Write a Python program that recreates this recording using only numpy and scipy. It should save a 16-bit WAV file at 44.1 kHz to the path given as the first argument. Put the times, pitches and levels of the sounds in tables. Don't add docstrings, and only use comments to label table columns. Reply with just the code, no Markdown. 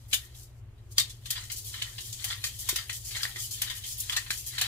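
import sys
import numpy as np
from scipy import signal
from scipy.fft import rfft, irfft, next_fast_len
from scipy.io import wavfile
from scipy.ndimage import uniform_filter1d

SR = 44100
rng = np.random.default_rng(int(sys.argv[2]) if len(sys.argv) > 2 else 0)


def volts_from_db(level):
    exponent = np.asarray(level, float) / 20
    return 10 ** exponent


def to_wav(s):
    ch = np.atleast_2d(s).T
    pcm = np.round(np.clip(ch, -1, 1) * 32767)
    wavfile.write(sys.argv[1], SR, pcm.astype(np.int16))


N = 205933

# f/Hz, level/dB
COMPRESSOR_LINES = [(59.5, -60), (119.1, -53), (238.8, -79.5)]
# f/Hz, width/Hz, level/dB
CABINET_MODES = [(28, 14, -81), (42, 33, -59), (62, 37, -55), (102.14, 8.1, -52.5), (110.3, 6.9, -57.5),
                 (120.23, 5.7, -63.5), (355, 34, -75), (420, 24, -78.5)]
# f/Hz, density/dB
AIR_SPECTRUM = [(82, -8), (140, -9.5), (171, -20), (254, -18.5), (1530, -28.5), (2890, -31), (5240, -46),
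                (15000, -47)]
# t/s, peak/dB, f/Hz, t60/s
PALM_THUDS = [
    (0.131, -46.5, 258, 0.084),
    (0.984, -54, 282, 0.072),
    (2.244, -59, 200, 0.033),
    (2.44, -54.5, 535, 0.061),
    (2.728, -35, 355, 0.031),
    (3.364, -50, 350, 0.09),
    (3.615, -56, 633, 0.087),
    (4.092, -59, 250, 0.063),
    (4.302, -42.5, 230, 0.025),
]
# t/s, peak/dB, f/Hz
PALM_SLAPS = [(0.13, -24, 3350), (0.9823, 1, 4720), (1.3054, -15, 4700), (1.502, -24, 3000),
              (1.8229, -7.5, 3080), (1.9844, -38, 4070), (2.2428, -17, 3200), (2.4399, -18, 3300),
              (2.69, -19, 3980), (2.7606, -30, 4120), (2.8981, -11.5, 1980), (3.1684, -14.5, 1930),
              (3.2327, -8.5, 4790), (3.2531, -9, 1845), (3.3603, -18.5, 2000), (3.5099, -32, 7040),
              (3.62, -9, 3120), (3.8387, -80, 3000), (4.003, -15, 7200), (4.0967, -7, 3210),
              (4.1646, -7.5, 4000), (4.3061, -10, 1740), (4.4648, -33, 6360), (4.5819, -17, 1790),
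              (4.612, -25, 3360)]
# t/s, flow/dB
SLIDE_FLOW = [(0.0, -67), (0.19, -76), (0.31, -66.5), (0.5, -74), (0.601, -86.5), (0.831, -78.5),
              (0.97, -78), (1.09, -58), (1.2, -70.5), (1.27, -59.5), (1.5, -54.5), (1.75, -52.5),
              (2.0, -52), (2.7, -49.5), (3.03, -52.5), (3.15, -48.5), (3.5, -50.5), (4.67, -50.5)]
# level/dB, swing/dB, loudest/share of shake
COARSE_SWELL = [(0.54, 5.5, 0.11), (-10, 13, 0.14)]
# level/dB, swing/dB, loudest/share of shake
FINE_SWELL = [(-0.7, 2.3, 1), (-3, 1.3, 0.48)]
# t/s, wall peak/dB, body re wall/dB, grit peak/dB, dust re grit/dB
TAP_SHOWERS = [(0.078, -75, -17, -49, 10), (0.11, -35.5, -18, -36, -3), (0.128, -13, -9.5, -19.5, -3),
               (0.138, -19, -24, -18, -0.5), (0.535, -66, -12, -59, -4), (0.85, -64, -12, -61, -4),
               (0.907, -51, -25, -42, 1), (0.9786, -13.5, -7, -16, -8), (0.9945, -14.5, -12, -20.5, -9),
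               (1.093, -36.5, -25, -32.5, -19), (1.255, -32, -10, -33, -8)]
# t/s, wall peak/dB, body re wall/dB, grit peak/dB, dust re grit/dB
HEAP_LANDINGS = [(1.3023, -23.5, -11.5, -23, 1), (1.498, -28, -10.5, -35, -21),
                 (1.817, -24.5, -6, -30, -17), (1.9796, -26, -12, -36.5, -19),
                 (2.2397, -22, -7.5, -25.5, 1.5), (2.4378, -19.5, -6.5, -25, -5.5),
                 (2.6866, -17.5, -6, -20, 2.5), (2.701, -44, 8, -47, -14), (2.757, -19.5, -4.5, -23, -2.5),
                 (2.8933, -24, -6.5, -32, -18), (3.107, -31, -9, -31.5, -3), (3.161, -28, -7, -28.5, -11),
                 (3.2295, -20, -8.5, -28, -1), (3.357, -29, -2.5, -34.5, -20),
                 (3.6153, -22, -2.5, -22.5, 2), (3.628, -45, -12, -34, -16), (3.697, -27.5, -5, -31.5, -5),
                 (3.836, -28.5, -14.5, -34, -16), (4.094, -26, 1, -29.5, -18), (4.121, -21, -5, -28.5, -7),
                 (4.1638, -19, -2.5, -20.5, -12), (4.303, -24, -5.5, -24.5, -5.5),
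                 (4.5797, -19.5, -5.5, -28.5, -3), (4.6102, -17.5, -4, -19.5, -4.5)]
# t/s, wall peak/dB, body re wall/dB, t60/s
LUMP_TUMBLES = [(0.17, -39, -5.5, 0.55), (0.345, -48, -20, 0.22), (1.03, -34, -9, .25),
                (2.46, -33.5, -9, 0.39), (3.19, -34, -5, .15), (0.776, -57.5, -6, .1),
                (1.354, -27.5, -4.5, 0.24), (1.376, -29.5, -6, 0.11), (1.738, -34, 1, 0.28),
                (1.794, -36.5, -15, .11), (2.077, -50, 1, .066), (2.191, -34, -7.5, 0.065),
                (2.3011, -22.5, -1.5, 0.11), (2.3236, -24.5, -6, 0.042), (2.622, -49, 5, 0.11),
                (2.783, -24.5, -3.5, 0.099), (3.147, -28.5, -1.3, .1), (3.247, -39, 6, 0.12),
                (3.672, -31, -3, 0.33), (4.2612, -32.5, -2, 0.077), (4.531, -41.5, 4, 0.49),
                (4.637, -22, -5, 0.38), (1.325, -31.5, -8, .2), (4.21, -48, -9, .2)]
# t/s, grit/dB, dust re grit/dB, length/s
POWDER_SIFTS = [(0.19, -46.5, 3, 0.049), (0.343, -45, 0, 0.087), (1.04, -59, -19, 0.027),
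                (1.328, -40.5, -22, 0.085), (1.436, -38.5, -9, .012), (1.516, -27, -1.5, 0.0092),
                (1.559, -32.5, 0, 0.029), (1.644, -34, 0, .045), (1.73, -38, -1, 0.019),
                (1.855, -46, -14, 0.064), (2.005, -32, -6, 0.01), (2.04, -37, 0, 0.042),
                (2.125, -30, -5, 0.0069), (2.281, -32.5, -11, 0.041), (2.449, -30.5, -1, 0.024),
                (2.589, -33.5, 5.5, 0.023), (2.925, -32, -1, 0.041), (3.048, -33, -3, .04),
                (3.217, -32, .1, .012), (3.277, -41, 6, .012), (3.38, -31.5, -5, .02),
                (3.399, -30, -1, 0.058), (3.507, -30, -1.5, 0.044), (3.749, -36, 3.5, 0.027),
                (3.861, -31.5, 0, 0.064), (3.977, -33.5, 6, .014), (4, -28.5, 8.5, .004),
                (4.325, -33.5, -2, .03), (4.372, -32.5, 2, 0.024), (4.462, -30, 3.5, 0.023)]
# f/Hz, width/Hz, level/dB
BODY_MODES = [(690, 750, -23), (752, 70, -11), (1017, 99, -10.5), (1199, 47, -3.5), (1291, 280, -11.5),
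              (1812, 228, -2), (1887, 72, 7), (2060, 320, -7.5)]
# f/Hz, width/Hz, level/dB
WALL_MODES = [(2895, 780, -10), (2908, 47, -5.5), (3200, 280, -4), (3638, 208, -3.5), (3970, 460, -4),
              (4510, 340, -3), (4630, 355, -2.5)]
# f/Hz, density/dB
GRIT_SPECTRUM = [(3000, -24.5), (4600, -2), (5300, -1.5), (6800, 1), (8300, -1.5), (9500, -6.5),
                 (12000, -14)]
# f/Hz, density/dB
DUST_SPECTRUM = [(6500, -46.5), (8500, -15.5), (9500, -6.5), (11500, 0.2), (13000, -4.5), (15000, -7),
                 (16400, 0)]

SHAKE_START_S, SHAKE_PERIOD_S = 1.306, 0.465
HUSH_DB, HUSH_SHARE, HUSH_S = -2.5, 0.355, 0.039
SHOWER_LATE_S, POWDER_LATE_S = 0.0008, 0.0015
COARSE_RISE_S, FINE_RISE_S = 0.0011, 0.0019
COARSE_HOLD_S, FINE_HOLD_S = 0.0058, 0.0053
TAP_T60_S, LANDING_T60_S = (0.099, 0.042), (0.14, 0.061)
LINGER = 0.39
SIFT_WALL_DB, SIFT_BODY_DB, SIFT_T60_S = -7, -59, 0.087


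def level(x, rms_db):
    return x * volts_from_db(rms_db) / np.sqrt(np.mean(x ** 2))


def colour(x, spectrum):
    hz, db = np.transpose(spectrum)
    size = next_fast_len(N)
    f_hz = np.maximum(np.fft.rfftfreq(size, 1 / SR), 1)
    gain = volts_from_db(np.interp(np.log(f_hz), np.log(hz), db))
    return irfft(rfft(x, size) * gain, size)[..., :N]


def ring(x, hz, width_hz):
    return signal.lfilter(*signal.iirpeak(hz, hz / width_hz, SR), x)


def walk(rate_hz):
    hold = int(SR / rate_hz)
    return uniform_filter1d(np.repeat(rng.standard_normal(N // hold + 1), hold), hold)[:N]


def stereo_noise(alike):
    mid, side = rng.standard_normal((2, N))
    a = np.clip(alike, 0, 1)
    return np.sqrt(1 + a) * mid + np.sqrt(1 - a) * side * np.array([[1], [-1]])


def kitchen():
    low_pass = signal.butter(1, 800, fs=SR, output="sos")
    high_pass = signal.butter(1, 800, "high", fs=SR, output="sos")
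    low = signal.sosfilt(low_pass, stereo_noise(0.75))
    high = signal.sosfilt(high_pass, stereo_noise(0))
    return level(colour(low + high, AIR_SPECTRUM), -60.5)


def fridge():
    t_s = np.arange(N) / SR
    out = np.zeros((2, N))
    for hz, db in COMPRESSOR_LINES:
        line = np.sin(2 * np.pi * (hz * t_s + rng.random()))
        out += np.sqrt(2) * volts_from_db(db + walk(26.0)) * line
    for hz, width_hz, db in CABINET_MODES:
        rumble = ring(ring(stereo_noise(0.99), hz, width_hz), hz, width_hz)
        out += level(rumble, db)
    return out * volts_from_db(np.array([[0.9], [-0.9]]))


def palm():
    out, u_s = np.zeros(N + SR), np.arange(SR // 4) / SR
    for start_s, db, hz, t60_s in PALM_THUDS:
        blow = np.sin(2 * np.pi * hz * u_s) + 0.26 * np.sin(2 * np.pi * 0.98 * hz * u_s)
        envelope = (1 - np.exp(-u_s / 0.00036)) * 1000. ** (-u_s / t60_s)
        out[int(start_s * SR):][:len(u_s)] += volts_from_db(db - 1.5) * blow * envelope
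    return out[:N]


def slaps(snap_t60_s, ring_t60_s, lag_samples):
    out, u_s = np.zeros(N + SR), np.arange(SR // 40) / SR
    snaps = np.diff(rng.standard_normal((len(PALM_SLAPS), len(u_s) + 1)))
    for (start_s, db, hz), snap in zip(PALM_SLAPS, snaps):
        crack = 0.32 * snap * 1000. ** (-u_s / snap_t60_s)
        crack += 1.69 * np.sin(2 * np.pi * hz * u_s) * 1000. ** (-u_s / ring_t60_s)
        out[int(start_s * SR):][:len(u_s)] += volts_from_db(db - 12) * crack * (1 - np.exp(-u_s / 0.00013))
    return np.array([out[:N], volts_from_db(-2.5) * np.roll(out, int(lag_samples))[:N]])


def grains(per_s, scatter_db, shared, lag_samples):
    hit = rng.random((3, N)) < per_s / SR
    size_db = scatter_db * np.minimum(rng.exponential(size=(3, N)), 4)
    ticks = hit * rng.standard_normal((3, N)) * volts_from_db(size_db)
    both = np.array([ticks[2], np.roll(ticks[2], int(lag_samples))])
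    return level(ticks[:2] + shared * both, 0)


def patchy(x, patchy_db, bins, frames):
    z = signal.stft(x, nperseg=512)[2]
    patches = uniform_filter1d(rng.standard_normal(z.shape), bins, axis=1)
    patches = uniform_filter1d(patches, frames, axis=2)
    patched = z * volts_from_db(patchy_db * patches / patches.std())
    return level(signal.istft(patched, nperseg=512)[1][:, :N], 0)


def linger(t60_s, db, full_db):
    return t60_s * volts_from_db(LINGER * np.clip(full_db - db, -8, 14))


def lumps():
    showers = []
    for rows, t60_s in ((TAP_SHOWERS, TAP_T60_S), (HEAP_LANDINGS, LANDING_T60_S)):
        for s, db, body_db, _, _ in rows:
            showers.append((s, db, body_db, COARSE_HOLD_S, linger(t60_s[0], db, -27)))
    for s, db, body_db, t60_s in LUMP_TUMBLES:
        showers.append((s, db, body_db, COARSE_HOLD_S, t60_s))
    for s, db, _, length_s in POWDER_SIFTS:
        showers.append((s, db + SIFT_WALL_DB, SIFT_BODY_DB, length_s, SIFT_T60_S))
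    return showers


def powder():
    showers = [(*sift, SIFT_T60_S) for sift in POWDER_SIFTS]
    for rows, t60_s in ((TAP_SHOWERS, TAP_T60_S), (HEAP_LANDINGS, LANDING_T60_S)):
        for s, _, _, db, dust_db in rows:
            showers.append((s + POWDER_LATE_S, db, dust_db, FINE_HOLD_S, linger(t60_s[1], db, -19.5)))
    return showers


def flow(showers, layers, rise_s, crest_db, first_db, first_s, soft, lead_db):
    t_s = np.arange(N) / SR
    shake = (t_s - SHAKE_START_S) / SHAKE_PERIOD_S
    shaking = shake > 0
    swell_db = [db + swing_db * np.cos(2 * np.pi * (shake - share)) * shaking
                for db, swing_db, share in layers]
    from_hush_s = (shake % 1 - HUSH_SHARE) * SHAKE_PERIOD_S
    hush_db = HUSH_DB * np.exp(-(from_hush_s / HUSH_S) ** 2) * shaking
    slide_db = np.interp(t_s, *np.array(SLIDE_FLOW).T)
    power = volts_from_db(2 * (slide_db + swell_db + hush_db))
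    for start_s, db, other_db, hold_s, t60_s in showers:
        near = slice(int((start_s - 0.05) * SR), int((start_s + 0.4) * SR))
        u_s = t_s[near] - start_s - SHOWER_LATE_S
        slow = volts_from_db(soft * max(-24 - db, 0))
        shower = 1000. ** (-2 * np.maximum(u_s - hold_s - rise_s * slow, 0) / max(t60_s, 0.01))
        front = volts_from_db(2 * first_db) * np.exp(-np.abs(u_s) / first_s) / slow
        onset = 1 - np.exp(-np.maximum(u_s, 0) / max(rise_s * slow, 0.0002))
        ahead = volts_from_db(2 * lead_db) * np.exp(-np.abs(u_s) / 0.0042)
        peak_db = db + crest_db + np.array([[0], [other_db]])
        power[:, near] += volts_from_db(2 * peak_db) * (onset * (shower + front) + ahead)
    return np.sqrt(power)


def jar():
    wall, body = flow(lumps(), COARSE_SWELL, COARSE_RISE_S, crest_db=-12, first_db=7, first_s=0.0025,
                      soft=0.26, lead_db=-14.5)
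    grit, dust = flow(powder(), FINE_SWELL, FINE_RISE_S, crest_db=-12, first_db=8, first_s=0.0029,
                      soft=0.81, lead_db=-13)
    coarse = grains(per_s=7000, scatter_db=3.5, shared=1.0, lag_samples=4)
    coarse = patchy(coarse, patchy_db=4.5, bins=2, frames=3)
    fine = grains(per_s=14000, scatter_db=3.0, shared=0.38, lag_samples=4.3)
    fine = patchy(fine, patchy_db=2.2, bins=2, frames=2)
    out = 0
    for strength, modes, layer_db in ((body, BODY_MODES, 2.5), (wall, WALL_MODES, 2.6)):
        for k, (hz, width_hz, db) in enumerate(modes):
            heap = volts_from_db(2.2 * walk(30) + walk(150))
            rung = ring(ring(coarse * strength * heap, hz, 1.13 * width_hz), hz, 3 * width_hz)
            out = out + (-1) ** k * volts_from_db(db + layer_db + 11) * rung
    for strength, spectrum, layer_db in ((grit, GRIT_SPECTRUM, 2.7), (dust, DUST_SPECTRUM, 2.8)):
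        clumps = volts_from_db(0.46 * walk(45) + 1.5 * walk(200))
        ticks = colour(fine * strength * clumps, spectrum)
        out = out + volts_from_db(layer_db) * ticks / np.std(colour(fine, spectrum))
    return out * volts_from_db(np.array([[1.4], [-1.4]]))


def room(near):
    u_s = np.arange(SR // 2) / SR
    tail = rng.standard_normal((2, len(u_s))) * 1000. ** (-u_s / 0.16) * (u_s > 0.003)
    tail = tail / np.sqrt(np.sum(tail ** 2, axis=1, keepdims=True))
    return volts_from_db(-5.5) * signal.fftconvolve(near, tail, axes=1)[:, :N]


def scene():
    near = jar() + slaps(snap_t60_s=0.0074, ring_t60_s=0.013, lag_samples=6.1) + palm()
    return near + room(near) + fridge() + kitchen()


def roll_off(x):
    return signal.sosfilt(signal.butter(12, 16460, fs=SR, output="sos"), x)


def record(dry):
    def below(hz):
        return signal.sosfiltfilt(signal.ellip(12, 0.1, 80, hz, fs=SR, output="sos"), dry)
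    kept = below(15550)
    top = volts_from_db(-40) * (below(16300) - kept)
    return roll_off(kept + top)


dry = scene()
out = record(dry)
to_wav(out)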